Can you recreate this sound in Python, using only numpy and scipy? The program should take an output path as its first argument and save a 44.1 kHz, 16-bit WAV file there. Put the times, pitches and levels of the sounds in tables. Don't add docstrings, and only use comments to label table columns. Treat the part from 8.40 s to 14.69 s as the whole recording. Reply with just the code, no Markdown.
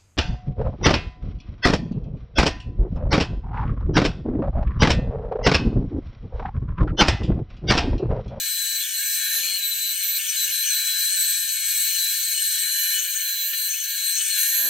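import sys
import numpy as np
from scipy import signal
from scipy.fft import rfft, irfft
from scipy.io import wavfile
from scipy.ndimage import uniform_filter1d

SR = 44100
rng = np.random.default_rng(int(sys.argv[2]) if len(sys.argv) > 2 else 0)


def to_wav(sig):
    pcm = np.clip(np.atleast_2d(sig), -1, 1) * 32767
    pcm = np.round(pcm).astype(np.int16)
    wavfile.write(sys.argv[1], SR, pcm.T)


N = 277389
TIME, FREQS = np.arange(N) / SR, np.fft.rfftfreq(N, 1 / SR)


def amp(db):
    return 10 ** (np.asarray(db) / 20)


def unit(x):
    return x / np.sqrt(np.mean(abs(x) ** 2) + 1e-20)


def follow(rows):
    times, *columns = np.transpose(rows)
    return np.array([np.interp(TIME, times, column) for column in columns])


def across(points):
    hz, value = np.transpose(points)
    return np.interp(np.log(FREQS + 1), np.log(hz + 1), value)


def peak(hz, width):
    return 1 / (1 + (2 * (FREQS - hz) / width) ** 2)


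def colour(x, gain):
    return unit(irfft(rfft(x) * gain, N))


def noise():
    return rng.standard_normal(N)


def wander(rate_hz):
    return colour(noise(), np.exp(-np.minimum(FREQS / rate_hz, 9) ** 2))


def swirl(rate_hz):
    return unit(wander(rate_hz) + 1j * wander(rate_hz))


def swell(middle, length):
    return np.exp(-np.minimum((2 * (TIME - middle) / length) ** 2, 20))


def pulses(cycles):
    samples_away = abs(cycles - np.round(cycles)) / np.gradient(cycles)
    return unit(np.maximum(1 - samples_away, 0))


# start t/s, end t/s, change in the whine's octave/dB
FEED_EASES = [(0.417, 0.529, -4.5), (0.98, 1.17, 6), (1.53, 1.611, 4.5), (1.774, 1.958, 0),
              (2.054, 2.112, -6), (2.224, 2.303, 4.5), (2.679, 2.753, 0.5), (3.485, 3.558, -1),
              (3.937, 4.005, 0), (4.537, 4.658, 3), (4.744, 4.82, 5), (5.276, 5.42, 3), (5.745, 5.928, 1.5)]
def feed_eases(inertia_s=0.015):
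    def settle(moment):
        return np.exp(-np.maximum(TIME - moment, 0) / inertia_s)
    return np.array([settle(end) - settle(start) for start, end, _ in FEED_EASES])


# t/s, f/Hz
CUTTING_SPEED = [(0, 183.0), (0.16, 183.4), (0.28, 181.5), (0.44, 183.3), (1.18, 182.5), (1.24, 180.3),
                 (1.29, 182.2), (1.49, 181.1), (1.6, 183.3), (2.04, 180.8), (2.14, 184.2), (2.48, 182.7),
                 (2.72, 183.4), (2.785, 179.5), (2.83, 183), (3.52, 183.0), (3.62, 182.3), (3.76, 183.9),
                 (4.16, 183.8), (4.4, 185.2), (4.86, 185), (5.04, 182.4), (5.1, 185), (5.48, 183.4),
                 (5.84, 185.8), (6.29, 184.6)]
def motor_turns(free, idle_hz=187.64):
    speed_hz = (1 - free) * follow(CUTTING_SPEED)[0] + free * idle_hz + 0.2026 * wander(20.97)
    return np.cumsum(speed_hz) / SR


def bites(teeth, click, puff_depth=0.028, uneven_db=2, flicker_db=1.0):
    chips = unit((1 + puff_depth * np.cos(2 * np.pi * teeth)) * noise())
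    strikes = click * pulses(teeth) * amp(uneven_db * wander(110))
    return (chips + strikes) * amp(flicker_db * wander(27.0))


# f/Hz, relative level/dB
FRAME_COLOUR = [(400, -82), (620, -43.5), (1250, -26), (1310, -27.5), (1560, -0.5), (1600, -11), (1690, -1),
                (1870, -3), (1990, -18.5), (2100, -31), (2730, -34), (4620, -120)]
# f/Hz, relative level/dB
TABLE_COLOUR = [(2050, -18.5), (2220, -3.5), (3400, -4.5), (3800, -5.5), (4300, -1), (4550, -9.5),
                (6000, -26)]
# f/Hz, relative level/dB
RASP_COLOUR = [(3500, -44), (4600, -9), (5000, -3), (5600, 0), (6200, 8), (7350, 1.5), (7800, 1),
               (8600, 2.5), (9700, -4.5), (12000, -12)]
# f/Hz, width/Hz, relative level/dB
SIZZLE_PEAKS = [(10770, 450, -2), (11595, 260, 6)]
# t/s, then relative level/dB of frame, table, rasp and sizzle
CUT_LEVELS = [(0.0, -43, -39, -33.5, -32.5), (0.59, -41.5, -39, -33, -33), (0.94, -36, -36, -31, -21.5),
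              (1.03, -43.5, -32, -31.5, -23), (1.25, -46, -38.5, -36, -36), (1.5, -48.5, -37, -35.5, -30.5),
              (2.05, -41.5, -35.5, -31, -31), (2.34, -39, -34.5, -33, -31.5),
              (2.63, -39.5, -37, -30, -26.5), (3.22, -42, -37.5, -33.5, -32.5),
              (3.36, -41, -36.5, -31, -27), (3.95, -43, -37.5, -31.5, -28),
              (4.57, -36.5, -38.5, -29.5, -27), (4.72, -42, -39.5, -33.5, -43),
              (5.41, -44.5, -41.5, -35, -42), (5.85, -41.5, -36, -29.5, -29), (6.0, -37, -34.5, -27, -24),
              (6.29, -39.5, -38.5, -30.5, -23)]
def cut(teeth, free, frame_db=-5.0, table_db=0.7, rasp_db=-0.67, sizzle_db=-7.0, free_sizzle_db=-5):
    steel = amp(3 * wander(150)[:len(FREQS)] / (1 + (FREQS / 9000) ** 2))
    frame = colour(bites(teeth, click=0.21), steel * amp(across(FRAME_COLOUR)))
    table = colour(bites(teeth, click=0.21), steel * amp(across(TABLE_COLOUR)) * (FREQS > 1300))
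    rasp = colour(bites(teeth, click=0.12), steel * amp(across(RASP_COLOUR)) * (FREQS > 2200))
    bright = sum(amp(db) * peak(hz, width) for hz, width, db in SIZZLE_PEAKS)
    sizzle = colour(bites(teeth, click=0, flicker_db=2.0), bright * (FREQS > 5000))
    layers = [amp(frame_db) * frame, amp(table_db) * table, amp(rasp_db) * rasp,
              amp(sizzle_db + free_sizzle_db * free) * sizzle]
    return (amp(follow(CUT_LEVELS)) * layers).sum(0)


# t/s, relative level/dB
HISS_LEVELS = [(0, -38.5), (.95, -40), (1.35, -42.5), (2, -37.5), (3.2, -39.5), (3.45, -32), (3.8, -37.5),
               (4.53, -37.5), (4.85, -35), (5.4, -37), (5.85, -38), (6.0, -35), (6.29, -35)]
# f/Hz, relative level/dB
HISS_COLOUR = [(8500, -13), (10000, -6.5), (13500, 9), (15700, 6.5)]
def chip_hiss(teeth, gain_db=6.0):
    hiss = colour(bites(teeth, click=0, flicker_db=0.9), amp(across(HISS_COLOUR)) * (FREQS > 7000))
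    return amp(gain_db + follow(HISS_LEVELS)[0]) * hiss


def table_ring(strikes, free, hz=2987, width_hz=200, level_db=-46, free_db=4.5):
    return amp(level_db + free_db * free) * colour(strikes, peak(hz, width_hz))


def tone(turns, multiple, db, sway, fuzz, buzz=0):
    size = 1 + sway * swirl(21.7) + fuzz * swirl(93)
    size = size + 0.19 * np.array([[1], [-1]]) * swirl(3.0)
    angle = 2 * np.pi * turns
    throb = np.exp(buzz * (np.cos(angle) + 0.85j * np.sin(angle)))
    throb /= np.sqrt(np.i0(2 * buzz))
    return np.sqrt(2) * amp(db) * (unit(size) * throb * np.exp(1j * multiple * angle)).real


# multiple of the speed (gets rounded), change when free/dB, sway, buzz
WHINE_TONES = [(22, -0.5, 0.076, 0.61), (44, -1.5, 0.31, 0.52), (65.98, -5.5, 0.52, 0.26)]
# t/s, relative level/dB
WHINE_LEVELS = [
    [(0, -37), (0.3, -31.5), (0.6, -36.5), (1.25, -28.5), (1.48, -31.5), (1.66, -38), (2.02, -29.5),
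     (2.16, -33), (2.38, -30), (2.78, -31.5), (3.2, -41), (3.6, -30), (3.75, -34), (4.56, -31.5),
     (4.72, -39), (4.93, -30), (5.15, -35.5), (5.27, -33), (5.46, -38.5), (5.65, -32), (5.91, -29),
     (6.29, -37)],
    [(0, -36.5), (0.7, -32.5), (1.0, -44), (1.3, -37.5), (2.36, -34), (2.86, -28.5), (3.2, -32.5),
     (3.4, -28), (3.68, -33.5), (4.1, -30), (4.7, -39.5), (5.28, -38.5), (5.45, -43.5), (5.68, -32),
     (6.29, -40)],
    [(0, -37), (0.84, -32.5), (2.16, -29), (2.44, -34.5), (2.8, -32.5), (3.06, -43), (4.4, -30), (5.7, -35),
     (5.88, -35), (5.98, -26.5), (6.29, -25)],
]
# multiple of the speed, relative level/dB
SIDE_PITCHES = [(20, -9.5), (21, -7.5), (23, 0.5), (23.96, 2), (43, -11), (45.03, 1.5), (67, 5)]
# t/s, relative level/dB
SIDE_LEVELS = [(0, -44), (.8, -45), (1.7, -44.5), (2.4, -44), (3.4, -39.5), (4, -41), (4.8, -48.5),
               (5.4, -43), (6, -44), (6.29, -43)]
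# start t/s, end t/s, change/dB
WHINE_CUTOUTS = [(0.44, 0.517, -20), (1.18, 1.224, -7), (1.27, 1.312, -7.5), (1.341, 1.406, -8),
                 (1.538, 1.598, -8), (1.783, 1.964, -17), (2.058, 2.115, -20), (2.262, 2.298, -16),
                 (4.582, 4.68, -8), (4.748, 4.781, -12), (5.081, 5.13, -9), (5.285, 5.431, -7),
                 (5.775, 5.9, -19)]
def saw_whine(turns, eases, gain_db=1.0, fuzz=0.17, free_fuzz=0.33, snap_s=0.012):
    free = eases.sum(0)
    steps_db = sum(db * ((TIME > start) & (TIME < end)) for start, end, db in WHINE_CUTOUTS)
    cutout_db = uniform_filter1d(steps_db.astype(float), round(snap_s * SR))
    octave_db = np.array(FEED_EASES)[:, 2] @ eases
    changes_db = [cutout_db, octave_db, 0]
    whine = 0
    for (multiple, free_db, sway, buzz), curve, change_db in zip(WHINE_TONES, WHINE_LEVELS, changes_db):
        level_db = gain_db + follow(curve)[0] + change_db + free_db * free
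        whine += tone(turns, round(multiple), level_db, sway, fuzz + free_fuzz * free, buzz * free)
    side_db = follow(SIDE_LEVELS)[0] + cutout_db
    sides = sum(tone(turns, multiple, side_db + db, sway=1.0, fuzz=fuzz) for multiple, db in SIDE_PITCHES)
    return whine + (1 - free) * sides


# multiple of the speed, relative level/dB when cutting, and when running free
FRAME_TONES = [(8.985, -4.5, -7.5), (9.52, -7, -6), (9.865, -6.5, -30), (11.95, -16, -10),
               (12.6, -12.5, -15), (18, -12, -4), (28.8, -10.5, -11)]
def frame_tones(turns, free):
    frame_db = follow(CUT_LEVELS)[0]
    return sum(tone(turns, multiple, frame_db + cutting + free * (idle - cutting), sway=0.7, fuzz=0.1)
               for multiple, cutting, idle in FRAME_TONES)


# middle t/s, length/s, f/Hz, width/Hz, level/dB
SQUEAKS_AND_RINGS = [(0.44, 0.062, 3420, 253, -36.5), (1.797, 0.011, 2710, 119, -24.5),
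                     (1.842, 0.0064, 3400, 300, -32), (1.867, 0.0077, 3450, 250, -28),
                     (1.898, 0.034, 5940, 220, -24), (2.039, 0.026, 5995, 100, -32),
                     (2.08, 0.011, 2800, 247, -31), (2.295, 0.11, 6150, 400, -26.5),
                     (2.268, 0.09, 2980, 500, -39), (4.0, 0.059, 2985, 159.9, -39),
                     (4.452, 0.49, 2980, 89.74, -42), (4.568, 0.019, 2992, 130, -34.5),
                     (4.598, 0.041, 6300, 695, -30), (4.764, 0.037, 6520, 704, -30.5),
                     (4.764, 0.017, 1750, 130, -33.5), (5.144, 0.017, 1774, 130, -29.5),
                     (5.136, 0.009, 3160, 1506, -30.5), (5.215, 0.2, 8380, 400, -37),
                     (5.346, 0.02, 2600, 200, -30.5), (5.312, 0.043, 6320, 500, -31),
                     (5.391, 0.22, 6220, 597, -33), (5.772, 0.066, 6230, 695.5, -28),
                     (5.81, 0.017, 3505, 2207, -31.5), (6.009, 0.1, 8520, 301, -29.5)]
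def squeaks(strikes):
    return sum(amp(db) * swell(middle, length) * colour(strikes, peak(hz, width) * (FREQS > 1300))
               for middle, length, hz, width, db in SQUEAKS_AND_RINGS)


# f/Hz, relative level/dB
HUM_COLOUR = [(30, -11), (100, -12), (200, -1), (500, 0), (900, -5), (1300, -8), (2000, -30)]
# start t/s, end t/s, start level/dB, end level/dB
HUM_SWELLS = [(0.965, 1.157, -55, -61), (2.06, 2.224, -58.5, -68.5), (6.1, 6.283, -60, -46)]
def low_hum(pulse_hz=97.5, rest_db=-110, rise_db_per_s=600, fall_db_per_s=133):
    cycles = np.cumsum(pulse_hz + 0.337 * wander(5.4)) / SR
    drive = pulses(cycles) + 0.7 * noise()
    gain = amp(rest_db + 5 * wander(14))
    for start, end, first_db, last_db in HUM_SWELLS:
        fade_db = rise_db_per_s * np.maximum(start - TIME, 0) + fall_db_per_s * np.maximum(TIME - end, 0)
        gain += amp(np.interp(TIME, [start, end], [first_db, last_db]) - fade_db)
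    return gain * colour(drive, amp(across(HUM_COLOUR)) * (FREQS < 2500))


# t/s, level/dB
FAINT_KNOCKS = [(1.86, -78), (2.76, -75), (2.939, -88), (3.055, -79), (3.745, -78), (4.345, -77)]
def knocks(length_s=0.072):
    bumps = sum(amp(db) * swell(middle, length_s) for middle, db in FAINT_KNOCKS)
    uneven = unit(amp(3.8 * wander(35)))
    return bumps * uneven * colour(noise(), amp(across(HUM_COLOUR)) * (FREQS < 700))


def cover_shade(x, start_s=4.2, hz=5300, width_hz=680, share=0.48):
    band_gain = np.exp(-np.minimum(((FREQS - hz) / width_hz) ** 2, 10) ** 2)
    hidden = share * np.clip(20 * (TIME - start_s), 0, 1)
    return x - hidden * irfft(rfft(x) * band_gain, N)


def drift(x, depth_db):
    spectrum = signal.stft(x, nperseg=1024, noverlap=768)[2]
    patches = rng.standard_normal(spectrum.shape)
    for axis, size in ((0, 4), (1, 18), (1, 12)):
        patches = uniform_filter1d(patches, size, axis)
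    gain = unit(amp(depth_db * unit(patches)))
    return signal.istft(spectrum * gain, nperseg=1024, noverlap=768)[1][:N]


def workshop(x, fade_s=0.088):
    t = np.arange(SR // 2) / SR
    tail = rng.standard_normal((2, len(t))) * amp(-60 * t / fade_s) * (t > 0.004)
    return signal.fftconvolve(x[None], tail / np.linalg.norm(tail[0]), axes=1)[:, :N]


# f/Hz, level/dB
LEFT_LOUDER = [(500, -1), (1700, 3.5), (4100, 7.5), (8200, 5), (12000, -3), (15000, 0.5)]
# f/Hz, phase/rad
LEFT_AHEAD = [(1700, 0.26), (4200, 0.4), (6100, -1.4), (7400, -1.4), (8200, -1.66), (10200, -2),
              (11500, 0.33)]
def left_and_right(x):
    ratio = amp(across(LEFT_LOUDER)) * np.exp(1j * across(LEFT_AHEAD))
    right = 2 / (1 + ratio)
    return irfft(rfft(x) * np.array([ratio * right, right]), N)


def scene(cut_room_db=-8, whine_room_db=-16, low_room_db=-16.5):
    eases = feed_eases()
    free = eases.sum(0)
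    turns = motor_turns(free)
    teeth = 0.9965 * turns
    cutting = cover_shade(drift(cut(teeth, free) + chip_hiss(teeth), depth_db=1.9))
    strikes = bites(teeth, click=0.55)
    sawing = cutting + table_ring(strikes, free) + squeaks(strikes)
    singing = saw_whine(turns, eases) + frame_tones(turns, free)
    room = workshop(amp(cut_room_db) * sawing + amp(whine_room_db) * singing.mean(0))
    low = low_hum() + knocks()
    direct = np.array([drift(side, depth_db=0.38) for side in left_and_right(sawing + singing)])
    return direct + room + low + amp(low_room_db) * workshop(low)


def record(dry, top_hz=15780):
    lowpass = signal.firwin(801, top_hz, window=("kaiser", 9), fs=SR)
    return signal.oaconvolve(dry, lowpass[None], "same")


dry = scene()
out = record(dry)
to_wav(out)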